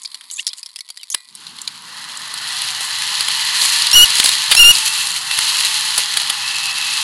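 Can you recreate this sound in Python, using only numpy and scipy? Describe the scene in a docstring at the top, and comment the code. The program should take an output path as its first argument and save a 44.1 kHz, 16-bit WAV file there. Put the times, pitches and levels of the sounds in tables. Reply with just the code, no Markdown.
"""On a road at night, a bicycle sets off, heard from a small camera riding with it.
Pedals and fittings click and creak, and a shoe snaps into its pedal. Then the tyres hiss, hum
and spit grit as speed grows, and bumps rattle the loose parts. A brake pad sticks and slips,
squealing twice and overloading the microphone, then rubs on faintly."""
import sys
import numpy as np
from scipy import signal
from scipy.fft import rfft, irfft, next_fast_len
from scipy.io import wavfile
from scipy.ndimage import map_coordinates

SR = 44100
rng = np.random.default_rng(int(sys.argv[2]) if len(sys.argv) > 2 else 0)


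def put_to_file(sound):
    """Save the sound as 16-bit audio at rate SR, in the file named by the first command-line argument."""
    columns = np.atleast_2d(sound).T  # one column per channel
    safe = np.clip(columns, -1, 1)
    whole_steps = np.round(safe * 32767)
    wavfile.write(sys.argv[1], SR, whole_steps.astype(np.int16))


N = 310023
T = np.arange(N) / SR
SETS_OFF_S, SET_OFF_TAKES_S = 1.245, 0.17
TOP_HZ = 16000
# the tone of the bike's metal when tapped: pitch_hz, level_db
METAL_TONE = [(100, -25), (750, -3), (1050, 0), (1600, -3.5), (2000, -3.5), (2750, -7), (3300, -2),
              (3900, -1), (4700, 1), (5900, -11), (8000, -1.5), (10700, 6.5), (12500, -13), (16000, -38)]


def undb(db):
    """Turn decibels into a number to multiply by."""
    return 10 ** (np.asarray(db) / 20)


def unit(x):
    """Scale a signal to an average (rms) size of 1."""
    return x / np.sqrt(np.mean(x ** 2) + 1e-18)


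def curve(table):
    """Join (time_s, value) points with straight lines."""
    times, values = np.transpose(table)
    return np.interp(T, times, values)


def ramp(start_s, length_s):
    """Rise steadily from 0 to 1, then stay there."""
    return np.clip((T - start_s) / length_s, 0, 1)


def swell(middle_s, length_s):
    """Rise smoothly to 1 and fall back to 0."""
    return np.sin(np.pi * ramp(middle_s - length_s / 2, length_s))


def fade(t, decay_s):
    """Die away, dropping 60 dB in decay_s."""
    return np.exp(-np.log(1000) * t / decay_s)


def add(out, start_s, x):
    """Mix x into out at start_s."""
    i = max(int(start_s * SR), 0)
    out[i:i + len(x)] += x[:max(N - i, 0)]


def colour(x, tone, centre_hz=1000, focus_db=0):
    """Filter by (pitch_hz, level_db) points, less focus_db per octave from the centre, for 2 octaves."""
    size = 2 * next_fast_len(len(x) // 2 + 1024)
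    octave = np.log2(np.maximum(np.arange(size // 2 + 1) * SR / size, 1))
    hz, db = np.transpose(tone)
    away = np.minimum(np.abs(octave - np.log2(centre_hz)), 2)
    gain = undb(np.interp(octave, np.log2(hz), db) - focus_db * away)
    # fold the filter in time so that it rings only after a hit, never before
    cepstrum = irfft(np.log(gain))
    cepstrum[1:size // 2] *= 2
    cepstrum[size // 2 + 1:] = 0
    return irfft(rfft(x, size) * np.exp(rfft(cepstrum)))[:len(x)]


def noise(tone, centre_hz=1000, focus_db=0):
    """Steady noise with the given tone."""
    return unit(colour(rng.standard_normal(N), tone, centre_hz, focus_db))


def wobble(rate):
    """A smooth random wobble that changes about rate times a second."""
    knots = rng.standard_normal(N // 8)[:int(N / SR * rate) + 4]
    return unit(map_coordinates(knots, [T * rate], order=3, mode="nearest"))


def whine(hz, width_hz):
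    """A narrow band of noise around a pitch that may move."""
    phase = 2 * np.pi * np.cumsum(hz) / SR
    return unit(wobble(width_hz) * np.cos(phase) + wobble(width_hz) * np.sin(phase))


def grains(rate, spread_db):
    """Tiny hits of very uneven size, about rate a second, each smeared over a moment."""
    hit = rng.random(N) < rate / SR
    size = undb(spread_db * np.minimum(rng.exponential(size=N), 3.5))
    smear = signal.lfilter([1], [1, -np.exp(-1 / (SR * 0.00037))], hit * size ** 2)
    return unit(np.sqrt(smear) * rng.standard_normal(N))


def still_air():
    """A faint hiss that eases before the bike sets off."""
    # how loud the hiss is: time_s, level_db
    loudness = [(.2, -47), (.6, -50), (.8, -58), (1.3, -55)]
    # the tone of still air: pitch_hz, level_db
    air_tone = [(30, -25), (120, -26), (250, -12), (400, -29), (700, -26), (1040, 2.5), (1500, -19),
                (1960, -4), (2750, -10), (4600, 2), (5900, -17), (11000, -3.5), (13000, -39), (16000, -81)]
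    return undb(curve(loudness)) * noise(air_tone)


def chatter(hiss_db, rough_db):
    """Small loose parts chatter as the bike rolls, most where the road is rough."""
    ticks = unit(colour(grains(rate=80, spread_db=3.2), METAL_TONE, centre_hz=4700, focus_db=10))
    return undb(hiss_db + rough_db - 10) * ramp(SETS_OFF_S, SET_OFF_TAKES_S) * ticks


def creaks():
    """Parts under load slip in uneven steps, from ticking to a thin squeak; faint ticks fill the gaps."""
    # runs of slips: start_s, length_s, first_rate_hz, last_rate_hz, centre_hz, relative_db
    slip_runs = [(0.029, 0.015, 193, 294, 6500, -25.5), (0.046, 0.02, 427, 490, 4700, -18),
                 (0.318, 0.03, 3540, 4200, 6800, -22), (0.333, 0.068, 3150, 3900, 6200, -26),
                 (0.379, 0.034, 755, 1170, 2820, -16.5), (0.374, 0.056, 260, 180, 6560, -26),
                 (0.482, 0.0163, 319, 275, 5140, -19), (0.489, 0.034, 700, 890, 3420, -31),
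                 (0.559, 0.057, 262, 230, 6960, -32), (0.992, 0.039, 1055, 940, 3300, -35),
                 (1.11, 0.031, 3030, 3720, 5900, -18.5)]
    out = np.zeros(N)
    for start_s, length_s, first_hz, last_hz, centre_hz, db in slip_runs:
        count = int(length_s * SR)
        rate = np.linspace(first_hz, last_hz, count) * (1 + .025 * wobble(300)[:count])
        late_s = 1e-5 * wobble(2500)[:count]  # each slip comes a little early or late
        phase = 2 * np.pi * (np.cumsum(rate) / SR - rate * late_s)
        slips = unit(sum(np.cos(k * phase) for k in range(1, int(TOP_HZ / rate.max()) + 1)))
        scuff = undb(-18) * rng.standard_normal(count)
        pressure = (.15 + np.hanning(count)) * undb(3 * wobble(300)[:count])
        rubbing = np.pad((slips + scuff) * pressure, (0, count))
        rasp = colour(rubbing, METAL_TONE, centre_hz, focus_db=30.5)
        add(out, start_s, undb(db - 11) * unit(rasp))
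    ticks = unit(colour(grains(rate=190, spread_db=3.8), METAL_TONE, centre_hz=4300, focus_db=10))
    return out + undb(-47) * ticks


def tyre_hiss(hiss_db, pace_db, rough_db):
    """The tread hisses on the asphalt and flings a bright spray of grit."""
    # the tone of the tread on asphalt: pitch_hz, level_db
    hiss_tone = [(1180, -43), (2000, -6), (2340, -6), (2890, 2), (3240, 1.5), (3690, -1.5), (4140, 6),
                 (4580, 1), (5680, -8.5), (7000, -12), (9100, -31), (15400, -120)]
    # the tone of flying grit: pitch_hz, level_db
    spray_tone = [(4000, -20.5), (5600, 0), (6500, 5.5), (7500, 5.5), (8500, 3.5), (10700, 8), (11400, 1.5),
                  (12500, -11.5), (14000, -21), (15000, -65)]
    road_db = 1.18 * wobble(45) - .3  # the surface changes under the wheel
    grit = grains(rate=140, spread_db=3.5)
    hiss = undb(0.75) * noise(hiss_tone) + undb(-7.5) * unit(colour(grit, hiss_tone))
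    spray_db = -26 + pace_db + rough_db + 0.37 * wobble(60)
    spray = undb(-1.5) * noise(spray_tone) + undb(-5.5) * unit(colour(grit, spray_tone))
    return undb(hiss_db + road_db) * hiss + undb(spray_db + road_db) * spray


def wheel_roar(hiss_db, pace_db):
    """Rolling makes the tyres roar and the wheels ring."""
    # the tone of the tyres' roar: pitch_hz, level_db
    roar_tone = [(200, -35), (450, -19.5), (680, -12), (850, 1), (1020, 6.5), (1300, 2.5), (1550, 3.5),
                 (3000, -40)]
    # the ring of a rolling wheel: pitch_hz, level_db
    rim_tone = [(1400, -30.5), (1630, -2), (1740, 11.5), (1840, 6), (1950, 10.5), (2100, 1), (2500, -36.5)]
    thin_db = np.minimum(hiss_db + 37.5, 0)  # at a crawl both fall away faster
    damped_db = -2 * ramp(4.1, 0.14)  # the brake pad damps the ring
    roar = undb(-33 + 0.47 * pace_db + thin_db + 0.13 * wobble(25)) * noise(roar_tone)
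    rim = undb(-31 + 0.67 * pace_db + 2 * thin_db + damped_db + 0.39 * wobble(17)) * noise(rim_tone)
    return roar + rim


def frame_hum(hiss_db, pace_db):
    """The tyres hum through the frame, higher when the bike is slow."""
    # the tone of the humming frame: pitch_hz, level_db
    hum_tone = [(25, -26), (60, -21), (115, 4), (170, 0.5), (260, -7.5), (450, -8.5), (900, -38)]
    slow = np.clip((-24.5 - hiss_db) / 8, 0, 1)
    slow_hum = noise(hum_tone, centre_hz=238, focus_db=11.5)
    hum_db = -51.5 + 0.22 * pace_db + 0.53 * wobble(11)
    return undb(hum_db) * (np.sqrt(1 - slow) * noise(hum_tone) + np.sqrt(slow) * slow_hum)


def tyres(hiss_db, rough_db):
    """The rolling tyres hiss, roar and hum, and their tread whines higher as speed grows."""
    pace_db = hiss_db + 20  # 0 at cruising speed
    rolling = tyre_hiss(hiss_db, pace_db, rough_db)
    rolling += wheel_roar(hiss_db, pace_db) + frame_hum(hiss_db, pace_db)
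    tread_db = np.minimum(-43 + 1.35 * pace_db, -43.5)
    tread = undb(tread_db) * whine(hz=900 * 2 ** (pace_db / 23), width_hz=55)
    return ramp(SETS_OFF_S, SET_OFF_TAKES_S) * (rolling + tread)


def tap(chance, centre_hz, decay_s, focus_db, ring_db, rise_s):
    """One contact: a short crack and faint tail shaped from the noise in chance, and the frame's ring."""
    # the notes of the metal frame: pitch_hz, level_db, decay_s
    frame_notes = [(1960, -6, 0.44), (2080, -8, 0.33), (2440, -11, 0.45), (3650, -45, 0.24),
                   (4040, -4, 0.27), (4930, -2, 0.15), (7900, -6, .3)]
    t = T[:len(chance)]
    push = (1 - np.exp(-t / rise_s)) * fade(t, decay_s)
    tail = undb(-32) * fade(t, 0.19)
    crack = colour(chance * (push / push.max() + tail), METAL_TONE, centre_hz, focus_db)
    ring = sum(undb(db) * fade(t, ring_s) * np.cos(2 * np.pi * hz * t) for hz, db, ring_s in frame_notes)
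    return crack / np.abs(crack).max() + undb(ring_db) * ring


def ping(centre_hz, chance, decay_s):
    """A small part rings briefly at its own pitch and at a few random others, mostly lower."""
    t = T[:SR // 3]
    other_hz = 2 ** np.interp(chance, [-2, 0, 2], np.log2([1950, .8 * centre_hz, 10000]))
    ring = np.cos(2 * np.pi * centre_hz * t) + undb(-9) * sum(np.cos(2 * np.pi * hz * t) for hz in other_hz)
    return ring * fade(t, decay_s) * np.minimum(t / .0007, 1)


def clicks():
    """Pedals and fittings click: each part strikes, rings and bounces once."""
    # small parts striking: start_s, relative_db, centre_hz
    strikes = [(0.0179, -22, 6800), (0.0494, -15, 4540), (0.117, -19.5, 4170), (0.1445, -12, 4350),
               (0.21, -21, 3180), (0.301, -18, 4100), (0.312, -12.5, 6600), (0.4673, -1, 5580),
               (0.4767, -5, 5030), (0.5318, -11.5, 4170), (0.583, -18, 4720), (0.63, -14.5, 4940),
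               (0.6607, -14, 5300), (0.695, -29, 4100), (0.7596, -11, 4760), (0.7887, -15, 5200),
               (0.807, -14, 4370), (0.8888, -21, 4300), (0.9023, -12.5, 4650), (0.973, -16, 4760),
               (1.032, -14, 4640), (1.1016, -8.5, 6640), (1.3515, -17.5, 8600), (1.4674, -15.5, 4100),
               (1.5865, -16.5, 4130), (1.6162, -12, 7200), (1.6765, -4.5, 4060)]
    out = np.zeros(N)
    for start_s, db, hz in strikes:
        first, second = rng.standard_normal((2, SR // 3))
        crack, bounce = (tap(chance, hz, decay_s=0.01, focus_db=11, ring_db=-42, rise_s=0.0002)
                         for chance in (first, second))
        note = undb(-6) * ping(hz, first[:4], decay_s=0.029)
        add(out, start_s, undb(db - 3.5) * (crack + note))
        gap_s = .005 * 2 ** (.5 * second[0])
        add(out, start_s + gap_s, undb(db - 9) * bounce)
    return out


def rattles_and_knocks():
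    """A loose part grazes its stop just before it strikes home and rings the frame."""
    # rattles over bumps: start_s, relative_db, centre_hz, focus_db
    rattles = [(2.172, -15, 6900, 32), (2.3394, -12, 4150, 5), (2.618, -6, 4230, 8), (2.807, -11, 4100, 5),
               (3.2074, -1.5, 4140, 8), (3.2838, -2.5, 3130, 9), (3.6248, -6, 3830, 5),
               (3.6508, 0, 3730, 5), (3.8207, 0, 4300, 15.5), (3.8684, 1.5, 4340, 14), (3.914, 0, 4230, 12),
               (3.962, -10, 2890, 11), (4.057, -2, 4130, 8), (4.1029, -1, 4580, 10), (4.184, -2, 4000, 8),
               (4.1992, 8.5, 3160, 7.5), (4.2304, -4, 2820, 17), (4.2436, 3.5, 5070, 6.5),
               (4.2587, 7, 4220, 8), (4.2902, 4.5, 3970, 8), (4.55, 3.5, 2860, 3.5), (4.7069, 1, 2860, 1),
               (4.7522, -1, 4150, 13), (5.3115, -4, 2860, 8), (5.3882, -1, 3000, 4),
               (6.2171, -8.5, 2870, 2)]
    # heavy knocks: start_s, relative_db, centre_hz, decay_s, focus_db
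    knocks = [(1.1457, 0.5, 3000, 0.011, 5.5), (4.512, 3.5, 3120, .061, 5), (4.518, 5, 3030, 0.047, 11.5),
              (5.978, 1, 4500, 0.025, 5.5), (5.982, -6.5, 3530, 0.08, 1), (6.17, 3, 3330, 0.026, 6.5),
              (6.298, 1.5, 3320, 0.032, 6.5)]
    rattle_decay_s, hard_rise_s, soft_rise_s = .012, .0012, .002
    blows = [(s, db + 1, hz, rattle_decay_s, focus_db, hard_rise_s) for s, db, hz, focus_db in rattles]
    blows += [(*knock, soft_rise_s) for knock in knocks]
    out = np.zeros(N)
    for start_s, db, hz, decay_s, focus_db, rise_s in blows:
        graze, blow = (tap(chance, hz, decay_s, focus_db, ring_db=-37, rise_s=rise_s)
                       for chance in rng.standard_normal((2, SR // 3)))
        add(out, start_s - .004, undb(db - 14) * graze)
        add(out, start_s, undb(db) * blow)
    return out


def brake_rub():
    """The pad brushes the rim with a faint whine."""
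    # touches of the pad: middle_s, length_s, pitch_hz, level_db
    rubs = [(4.856, 0.63, 2674, -27.5), (5.318, .08, 2730, -23), (5.594, 1, 2637, -32.5),
            (6.73, 1, 2637, -27.5)]
    return sum(undb(db) * swell(middle_s, length_s) * whine(np.full(N, hz), width_hz=190)
               for middle_s, length_s, hz, db in rubs)


def brake_squeal():
    """The pad sticks and slips at one pitch; every other cycle differs, adding tones at half steps of it."""
    # the path of the pitch, one list per squeal: time_s, pitch_hz
    squeals = [
        [(3.931, 2734), (3.96, 2970), (3.978, 2883), (4.0, 2859), (4.02, 2885), (4.033, 2986), (4.05, 2830)],
        [(4.566, 2647), (4.597, 2872), (4.612, 2804), (4.678, 2806), (4.702, 2895), (4.722, 2806)],
    ]
    # the pad catches, so the squeal sags and loses overtones: middle_s, length_s
    catches = [(3.952, .009), (4.589, .012), (4.639, .014)]
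    # the squeal's other tones: multiple_of_pitch, relative_db
    partials = [(.5, -23), (1.5, -4.5), (2, 2.5), (2.5, -3.5), (3.5, -5), (4, -9), (4.5, -10), (5.5, -22)]
    growth_db_per_s, release_s = 600, 0.015
    scrape = unit(colour(grains(rate=900, spread_db=3), METAL_TONE))  # grit under the pad
    caught = sum(swell(middle_s, length_s) for middle_s, length_s in catches)
    out = np.zeros(N)
    for path in squeals:
        hz = curve(path) * (1 - .035 * caught)
        start_s, end_s = path[0][0], path[-1][0]
        # the vibration feeds itself up to a ceiling, overtones first, and dies as the pad lets go
        growth_db = np.minimum(-16 + growth_db_per_s * np.maximum(T - start_s, 0), 0)
        sounding = (T > start_s) * (1 - ramp(end_s - release_s, release_s) ** 2)
        main_db = 1 + growth_db - 6 * caught + 1.04 * wobble(110)
        phase = 2 * np.pi * np.cumsum(hz * (1 + .0016 * wobble(400))) / SR
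        overtones = sum(undb(db + 2.2 * wobble(60)) * np.cos(k * phase) for k, db in partials)
        overtones_db = -11 + 0.12 * growth_db - 12 * caught
        squeal = undb(main_db) * np.sin(phase) - undb(overtones_db) * overtones
        out += sounding * (squeal + undb(-16.5 + growth_db / 2) * scrape)
    return out


def scene():
    """The whole bicycle over a faint hiss, in one channel."""
    # how hard the tyres roll, given as their hiss: time_s, level_db
    rolling_hiss = [(1.28, -49), (1.43, -42.5), (1.8, -40.9), (2.0, -35.5), (2.25, -33.0), (2.5, -26),
                    (2.97, -24.5), (3.68, -17.5), (3.95, -19.5), (4.27, -17), (4.42, -20), (4.8, -20.5),
                    (5.0, -21.5), (5.22, -26), (5.47, -19.0), (6.08, -22.5), (6.7, -24), (7.0, -20.5)]
    # rough stretches of road: middle_s, length_s, extra_grit_db
    rough_road = [(2.847, 0.099, 5), (3.65, 0.29, 4.5), (3.803, .1, 2), (4.236, 0.31, 4), (4.928, 1, 5),
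                  (5.7, 0.99, 2.5)]
    hiss_db = curve(rolling_hiss)
    rough_db = sum(db * swell(middle_s, length_s) for middle_s, length_s, db in rough_road)
    rolling = tyres(hiss_db, rough_db) + chatter(hiss_db, rough_db)
    fittings = clicks() + rattles_and_knocks() + creaks()
    brake = brake_rub() + brake_squeal()
    return (still_air() + rolling + fittings + brake)[None]


def record(dry):
    """The microphone squashes peaks lopsidedly, so overloads add a low thump; the top treble is cut."""
    ceiling = np.where(dry > 0, .76, .87)
    knee = 4  # higher bends the peaks more sharply
    squashed = dry / (1 + np.abs(dry / ceiling) ** knee) ** (1 / knee)
    return signal.sosfiltfilt(signal.butter(12, TOP_HZ, fs=SR, output="sos"), squashed)


dry = scene()
out = record(dry)
put_to_file(out)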